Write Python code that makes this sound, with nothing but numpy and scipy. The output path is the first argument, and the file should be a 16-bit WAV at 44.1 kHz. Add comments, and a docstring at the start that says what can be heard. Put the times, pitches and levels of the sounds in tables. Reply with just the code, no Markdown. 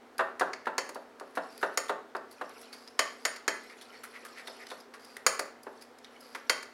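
"""A kitchen, one microphone close to a ceramic bowl held on a stone counter; a fork stirs thick batter.
At first the strokes make the bowl knock dully on the counter, and the tines clink on its wall.
Between the blows the batter smacks off the tines and crackles as its air pockets burst.
Around four seconds in, five deep sweeps swish through it; then come two more hard clinks.
A low appliance hum lies behind it all."""
import sys
import numpy as np
from scipy import signal
from scipy.fft import rfft, irfft
from scipy.io import wavfile

SR = 44100
rng = np.random.default_rng(int(sys.argv[2]) if len(sys.argv) > 2 else 0)


def transcribe(u):
    """Save the signal u as a 16-bit wav file named by the first command-line argument.

    u: samples, shape (n,) or (channels, n), limited to [-1, 1]; the rate is SR.
    q: integer samples, one column per channel.
    """
    v = np.clip(np.atleast_2d(u).T, -1, 1)
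    q = np.round(v * 32767).astype(np.int16)
    wavfile.write(sys.argv[1], SR, q)


N = 296793

# tines hitting the wall: t/s, level/dB, bass/dB, top/dB, freedom to ring/dB, favoured f/Hz
CLINK_HITS = [(0.396, -39.5, -5, 4.5, -32, 4960), (0.5323, -40.5, -1.5, -10.5, -13, 5400),
              (0.781, -31, 0.5, -2.5, -1.5, 5870), (0.891, -45, 7.5, 6, -18, 4570),
              (1.774, -30, -2, 3.5, 1, 6800), (2.9917, -25.5, -4.5, -2.5, -0.5, 3100),
              (3.2516, -29.5, -2.5, -1.5, 1, 6500), (3.3613, -48.5, -15, 0, -4, 2090),
              (3.4794, -28.5, -1, -3.5, 2, 2110), (5.2647, -23, -4.5, 4, 1.5, 6500),
              (5.3932, -33, 4.5, 5.5, -25, 5200), (6.496, -25, -3, -1.5, -1, 3060),
              (6.6276, -47.5, -5, 2, -14, 2080)]
# modes of bowl and fork: f/Hz, level/dB, t60/s
BOWL_MODES = [(1248, -28, 0.099), (1436, -0.5, 0.064), (1710, -0.5, 0.18), (2040, -0.5, 0.27),
              (2225, -15, 0.38), (3032, -2.5, 0.091), (3164, -2.5, 0.16), (4600, -3, 0.077),
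              (4480, 9, 0.071), (5480, 1.5, 0.13), (6724, 16.5, 0.025), (6980, 4, 0.081), (7450, -2, 0.09),
              (9150, 0, 0.25), (11530, -2, 0.08)]
# spectrum of tearing batter: f/Hz, level/dB
TEARING_COLOUR = [(120, -39), (350, 11), (800, -3), (1300, 5.5), (2100, 8), (2900, -2), (4800, -1.5),
                  (8000, -7), (11200, 0), (13000, -15), (16000, -17)]


def clinks(ring_db=-6.5, favour_db=4, treble_db=-1.0, thump_db=-43, thump_hz=48):
    """Steel chatters on glaze for a few ms, sets the bowl ringing and pushes it on the counter."""
    # spectrum of steel on glaze: f/Hz, level/dB
    crack_colour = [(88, -47), (150, -26.5), (340, -7), (601, -1), (774, -7.5), (1140, -1), (1530, -4),
                    (2060, -1), (3100, -16.5), (3490, -18), (4580, -4), (6140, -13), (6770, -10.5),
                    (7920, -20), (9260, -15.5), (16000, -36)]
    out, t = np.zeros(N), np.arange(SR // 2) / SR
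    for s, db, bass_db, top_db, free_db, hz in CLINK_HITS:
        tone = (bass_db, treble_db, top_db)
        crack = blow_sized(coloured(rattle(t, hold_s=0.0032, t60=0.054), crack_colour, tone))
        # an uneven wall splits each mode in two
        ring = sum(ringing(BOWL_MODES, t, spread_db=0.5, detune=0.0064) for _ in range(2))
        ring = ring + amp(favour_db) * resonance(ring, hz, width_hz=600)  # each spot favours some modes
        ring = blow_sized(coloured(ring, [(80, -37), (700, -3)], tone))  # the ring carries little bass
        thump = blow_sized(np.sin(2 * np.pi * thump_hz * t) * np.exp(-t / 0.0045))
        add(out, s, amp(db) * (crack + amp(ring_db + free_db) * ring + amp(thump_db) * thump))
    return out


def knocks(firm_db=-29, bass_per_softness=.55, bass_per_hardness=-0.01, top_db=-1.0):
    """The bowl bumps the counter, cushioned by batter and hand: no ring, and the softer, the deeper."""
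    # bumps of the bowl: t/s, level/dB, hardness/dB
    bumps = [(0.1921, -28, 5.5), (0.2053, -30.5, 2), (0.4092, -29.5, 9.5), (0.4156, -29.5, -22),
             (0.669, -31.5, 5), (0.957, -41.5, 7), (1.21, -44.5, -3), (1.3724, -32, 5), (1.6286, -28, 6.5),
             (1.894, -31.5, 12), (1.905, -37.5, -9), (2.15, -36, 6), (2.4121, -37.5, 10.5),
             (4.48, -48.5, 4), (4.7149, -44.5, 14), (5.667, -43, 6)]
    # spectrum of cushioned ceramic on stone: f/Hz, level/dB
    knock_colour = [(59, -66), (100, -35), (335, -3.5), (621, 1), (768, 0.5), (1150, 1.5), (1720, -1.5),
                    (2420, -21.5), (2690, -16), (3120, -25.5), (3780, -23), (5190, -38.5), (10000, -41),
                    (16000, -54)]
    out, t = np.zeros(N), np.arange(SR // 4) / SR
    for s, db, hard_db in bumps:
        bass_db = bass_per_softness * (firm_db - db) + bass_per_hardness * hard_db
        tone = (bass_db, hard_db, hard_db + top_db)
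        knock = coloured(rattle(t, hold_s=0.0057, t60=0.083), knock_colour, tone)
        add(out, s, amp(db) * blow_sized(knock))
    return out


def smacks(hard_clink_db=-31.0):
    """Batter pulls off the tines, and is squeezed from the wall ahead of each hard clink."""
    # batter letting go: t/s, level/dB, fade/s, air pocket f/Hz, top/dB
    pulls = [(0.1816, -47, 0.006, 4800, 7), (0.657, -48, .006, 1760, -6), (0.946, -55.5, 0.0081, 4600, 14),
             (1.197, -53, .011, 1330, 2), (1.352, -51, .027, 1400, 6), (1.5784, -55, 0.0041, 4800, 11),
             (1.612, -50, 0.019, 1430, 6), (1.883, -52.5, 0.012, 3480, 1), (2.166, -57, .007, 4720, 5),
             (2.311, -57.5, 0.024, 4600, 17), (2.494, -62, 0.0046, 5530, 20), (2.613, -57, .019, 5400, 17),
             (2.728, -48, 0.021, 4500, -0.5), (2.877, -53, .01, 5100, -5), (3.695, -53, 0.032, 2120, -3),
             (3.812, -52, 0.022, 3470, 4), (4.035, -46, 0.022, 1350, 6), (4.25, -48.5, 0.017, 1320, 5),
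             (4.472, -45.5, 0.011, 3640, -3), (4.668, -53.5, 0.0047, 4900, 0),
             (4.702, -47.5, 0.019, 3600, -3.5), (4.802, -58.5, 0.01, 5000, 11),
             (4.938, -49.5, 0.02, 1200, -2.5), (5.047, -58, 0.0068, 5030, 14),
             (5.1663, -46, 0.0057, 1850, 2), (5.632, -59, 0.0078, 4770, 19),
             (5.811, -53.5, 0.025, 4970, 6.5), (5.9859, -63.5, 0.0035, 4930, 18),
             (6.0458, -53.5, 0.0079, 3620, -8), (6.206, -58.5, 0.014, 5000, 19),
             (6.349, -40.5, .013, 1070, -8)]
    # batter squeezed out: lead/s, level/dB, fade/s, air pocket f/Hz, top/dB
    squeeze = (0.27, -53.5, 0.6, 4801, 4)
    out = np.zeros(N)
    for s, *shape in pulls:
        add(out, s, smack(*shape))
    lead_s, *shape = squeeze
    for s, db, *_ in CLINK_HITS:
        if db > hard_clink_db:
            add(out, s - lead_s, smack(*shape))
    return out


def smack(db, fade_s, pocket_hz, top_db, pocket_db=11, bass_db=-3, plain_db=-44):
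    """Films of batter tear in a flurry of at most 1/6 s; the air pocket that opens gives it a pitch."""
    t = np.arange(SR // 6) / SR
    treble_db = 0.86 * (plain_db - db)  # smaller smacks tear thinner films
    flurry = pops(len(t), per_s=3500, spread_db=4) * np.exp(-(t / fade_s) ** 2)
    flurry = flurry + amp(pocket_db) * resonance(flurry, pocket_hz, width_hz=300)
    return amp(db) * blow_sized(coloured(flurry, TEARING_COLOUR, (bass_db, treble_db, top_db)))


def swishes(half_length_s=0.025, hollow_db=5):
    """The tines plough a furrow: dense tearing swells and fades, coloured by the hollow behind them."""
    # deep sweeps, about four a second: middle t/s, level/dB
    sweeps = [(3.72, -56), (3.945, -53), (4.16, -47), (4.39, -46), (4.62, -49)]
    out, t = np.zeros(N), np.arange(SR // 5) / SR
    middle = t.mean()
    swell = np.exp(-((t - middle) / half_length_s) ** 2)
    for s, db in sweeps:
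        tearing = pops(len(t), per_s=9000, spread_db=3) * swell
        tearing = tearing + amp(hollow_db) * resonance(tearing, hz=2100, width_hz=900)
        swish = coloured(tearing, TEARING_COLOUR, tone_db=(-9, -1, -9))
        add(out, s - middle, amp(db) * blow_sized(swish))
    return out


def batter(crackle_db=-1, wall_db=-12, wall_damping_s=.004):
    """As the fork drags, large pockets squish, tiny ones crackle and the smothered bowl rings faintly."""
    # how hard the fork drags: t/s, level/dB
    effort = [(0, -80), (1.12, -79), (1.48, -64.5), (1.75, -64), (2.08, -89), (2.38, -63.5), (2.62, -58),
              (2.84, -71), (3.62, -64), (4.3, -60), (4.76, -60.5), (4.89, -78), (5.04, -66), (5.58, -77),
              (5.78, -68), (5.93, -79), (6.1, -66), (6.7, -68)]
    # spectrum of the large pockets: f/Hz, level/dB
    squish_colour = [(150, -28), (400, -3), (800, -3), (1400, 5), (1750, -5.5), (2100, 2.5), (2800, 2),
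                     (4000, -9), (9000, -48)]
    # spectrum of the tiny pockets: f/Hz, level/dB
    crackle_colour = [(800, -45), (2800, -13), (4300, 0.5), (5600, 2.5), (6800, -8), (9000, -5.5),
                      (11300, -3), (12500, -18), (16000, -16)]
    t = np.arange(N) / SR
    drag = amp(np.interp(t, *np.transpose(effort)))
    large = bubbles(341, 3318, cycles=8.9, per_s=1800, spread_db=3, spurt_db=5.5)
    tiny = bubbles(2614, 14230, cycles=11.0, per_s=5600, spread_db=3.5, spurt_db=4.5)
    squish = unit_rms(coloured(large, squish_colour))
    crackle = unit_rms(coloured(tiny, crackle_colour))
    wet = drag * (squish + amp(crackle_db) * crackle)
    brief = t[:SR // 10]
    smothered_ring = ringing(BOWL_MODES, brief) * np.exp(-brief / wall_damping_s)
    wall = signal.oaconvolve(wet, smothered_ring)[:N]
    return wet + amp(wall_db) * wet.std() * unit_rms(wall)


def bubbles(low_hz, high_hz, cycles, per_s, spread_db, spurt_db, tearing_db=3.5, sizes=24):
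    """Air pockets of many sizes burst in clumps, each ringing for a few cycles."""
    out, t = np.zeros(N), np.arange(SR // 40) / SR
    shared_db = tearing_db * clumps(per_s=55)  # films tear in bursts that all sizes share
    for hz in np.geomspace(low_hz, high_hz, sizes):
        grain = np.sin(2 * np.pi * hz * t) * np.exp(-hz * t / cycles) * np.sqrt(hz)
        own_db = spurt_db * clumps(per_s=30)
        bursts = pops(N, per_s / sizes, spread_db) * amp(shared_db + own_db)
        out += signal.oaconvolve(bursts, grain)[:N]
    return unit_rms(out)


def kitchen(x, gap_s=.005, corner_db=-21):
    """The room at the microphone: reflections, each band dying at its own speed, and standing waves."""
    # decay of the reflections: f/Hz, t60/s
    room_decay = [(200, 0.5), (530, 0.39), (1400, 0.3837), (3700, 0.43), (10000, 0.29), (16000, 0.34)]
    # strength of the reflections: f/Hz, level/dB
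    room_colour = [(100, 1), (400, -1.5), (1500, -3), (3500, -7), (7000, -7.5), (14000, -10)]
    # standing waves of the counter corner: f/Hz, level/dB, t60/s
    corner_modes = [(355, -8, 0.18), (400.6, -3, 0.52), (535.5, 2.5, 0.087), (650.5, 2.5, 0.26),
                    (696, -0.5, 0.24), (885, -1.5, 0.2)]
    t = np.arange(SR // 2) / SR
    echoes = rng.standard_normal(len(t)) * (rng.random(len(t)) < .15) * (t > gap_s)
    hz, frame_s, bands = signal.stft(echoes, SR, nperseg=256)
    decay_per_s = np.log(1000) / curve_at(room_decay, hz)[:, None]
    unit_energy = np.sqrt(2 * decay_per_s / SR) / echoes.std()
    bands = bands * np.exp(-decay_per_s * frame_s) * unit_energy
    tail = signal.istft(bands * amp(curve_at(room_colour, hz))[:, None], SR)[1][:len(t)]
    waves = ringing(corner_modes, t)
    return signal.oaconvolve(x, tail + amp(corner_db) * waves / np.linalg.norm(waves))[:N]


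def appliance(waver_rad=0.22, air_db=-56.5):
    """In the background, a steady rush of air with slightly wavering motor tones."""
    # motor tones: f/Hz, rms level/dB
    motor_tones = [(240.3, -66), (269, -69.5), (404, -74), (455, -71.5)]
    # spectrum of the rushing air: f/Hz, level/dB
    air_colour = [(15, -62), (25, -31.5), (127, -20), (180, -24.5), (217, -9.5), (335, -9), (463, -2),
                  (591, -9), (734, -6), (840, -9), (1650, -12.5), (2690, -23), (4490, -27), (4870, -28.5),
                  (16000, -42.5)]
    hum, t = np.zeros(N), np.arange(N) / SR
    knots = np.linspace(0, t[-1], num=30)
    for hz, db in motor_tones:
        waver = waver_rad * np.interp(t, knots, rng.standard_normal(len(knots)))
        hum += amp(db) * np.sqrt(2) * np.sin(2 * np.pi * hz * t + waver)
    air_gain = amp(curve_at(air_colour, np.fft.rfftfreq(N, 1 / SR)))
    air = irfft(rfft(rng.standard_normal(N)) * air_gain, N)
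    return hum + amp(air_db) * unit_rms(air)


def ringing(modes, t, spread_db=0, detune=0):
    """Dying sines; spread and detune scatter their strength and pitch from blow to blow."""
    hz, db, t60 = np.transpose(modes)[:, :, None]
    db = db + spread_db * rng.standard_normal(hz.shape)
    hz = hz * (1 + detune * rng.standard_normal(hz.shape))
    envelopes = amp(db) * np.exp(-np.log(1000) * t / t60)
    return (envelopes * np.sin(2 * np.pi * (hz * t + rng.random(hz.shape)))).sum(0)


def rattle(t, hold_s, t60):
    """A dense cluster of quickly damped modes: even in spectrum, held briefly, then dying."""
    envelope = np.exp(-np.log(1000) * np.maximum(t - hold_s, 0) / t60)
    burst = rfft(rng.standard_normal(len(t)) * envelope)
    return irfft(burst / np.sqrt(abs(burst) + 1e-9), len(t)) * np.sqrt(envelope)


def pops(samples, per_s, spread_db):
    """Random clicks of either sign, mostly small with a few large ones."""
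    fires = rng.random(samples) < per_s / SR
    size = np.minimum(rng.exponential(1, samples), 4)
    return fires * rng.choice([-1, 1], samples) * amp(spread_db * size)


def clumps(per_s):
    """A level that wanders about zero, through per_s random values a second."""
    knots = np.clip(rng.standard_normal(int(N / SR * per_s) + 2), -2, 2)
    return np.interp(np.arange(N) * per_s / SR, np.arange(len(knots)), knots)


def resonance(x, hz, width_hz):
    """One damped resonance of gain 1 at its centre."""
    return signal.lfilter(*signal.iirpeak(hz, hz / width_hz, fs=SR), x)


def coloured(x, colour, tone_db=(0, 0, 0), size=4096):
    """Causal filter: a spectrum, tilted in bass, treble and top against its middle."""
    # centres of bass, middle, treble and top: f/Hz
    band_centres = [550, 1600, 5000, 10500]
    hz = np.fft.rfftfreq(size, 1 / SR)
    bass, treble, top = tone_db
    tilt = list(zip(band_centres, (bass, 0, treble, top)))
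    gain = amp(curve_at(colour, hz) + curve_at(tilt, hz))
    log_gain = np.log(np.r_[gain, gain[-2:0:-1]])
    taps = np.fft.ifft(np.exp(np.conj(signal.hilbert(log_gain)))).real[:size // 2]  # minimum phase
    return signal.oaconvolve(x, taps)[:len(x)]


def curve_at(points, hz):
    """Interpolates (f/Hz, value) points along log frequency."""
    f, value = np.transpose(points)
    return np.interp(np.log(hz + 1), np.log(f + 1), value)


def blow_sized(x):
    """Scales a blow so that its energy, spread over 30 ms, has rms 1."""
    return x * np.sqrt(.03 * SR / np.sum(x ** 2))


def unit_rms(x):
    return x / np.sqrt(np.mean(x ** 2) + 1e-20)


def amp(db):
    return 10 ** (np.asarray(db) / 20)


def add(mix, s, sound):
    part = mix[max(round(s * SR), 0):][:len(sound)]
    part += sound[:len(part)]


def scene():
    """In mono: bowl and batter up close, the kitchen around them, the hum behind."""
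    bowl = clinks() + knocks() + smacks() + swishes() + batter()
    return (bowl + kitchen(bowl) + appliance())[None]


def record(dry, edge_hz=16200):
    """The microphone signal passes the recorder's steep upper band limit."""
    low_pass = signal.firwin(511, edge_hz, window=("kaiser", 9), fs=SR)
    return signal.oaconvolve(dry, low_pass[None], "same")


dry = scene()
out = record(dry)
transcribe(out)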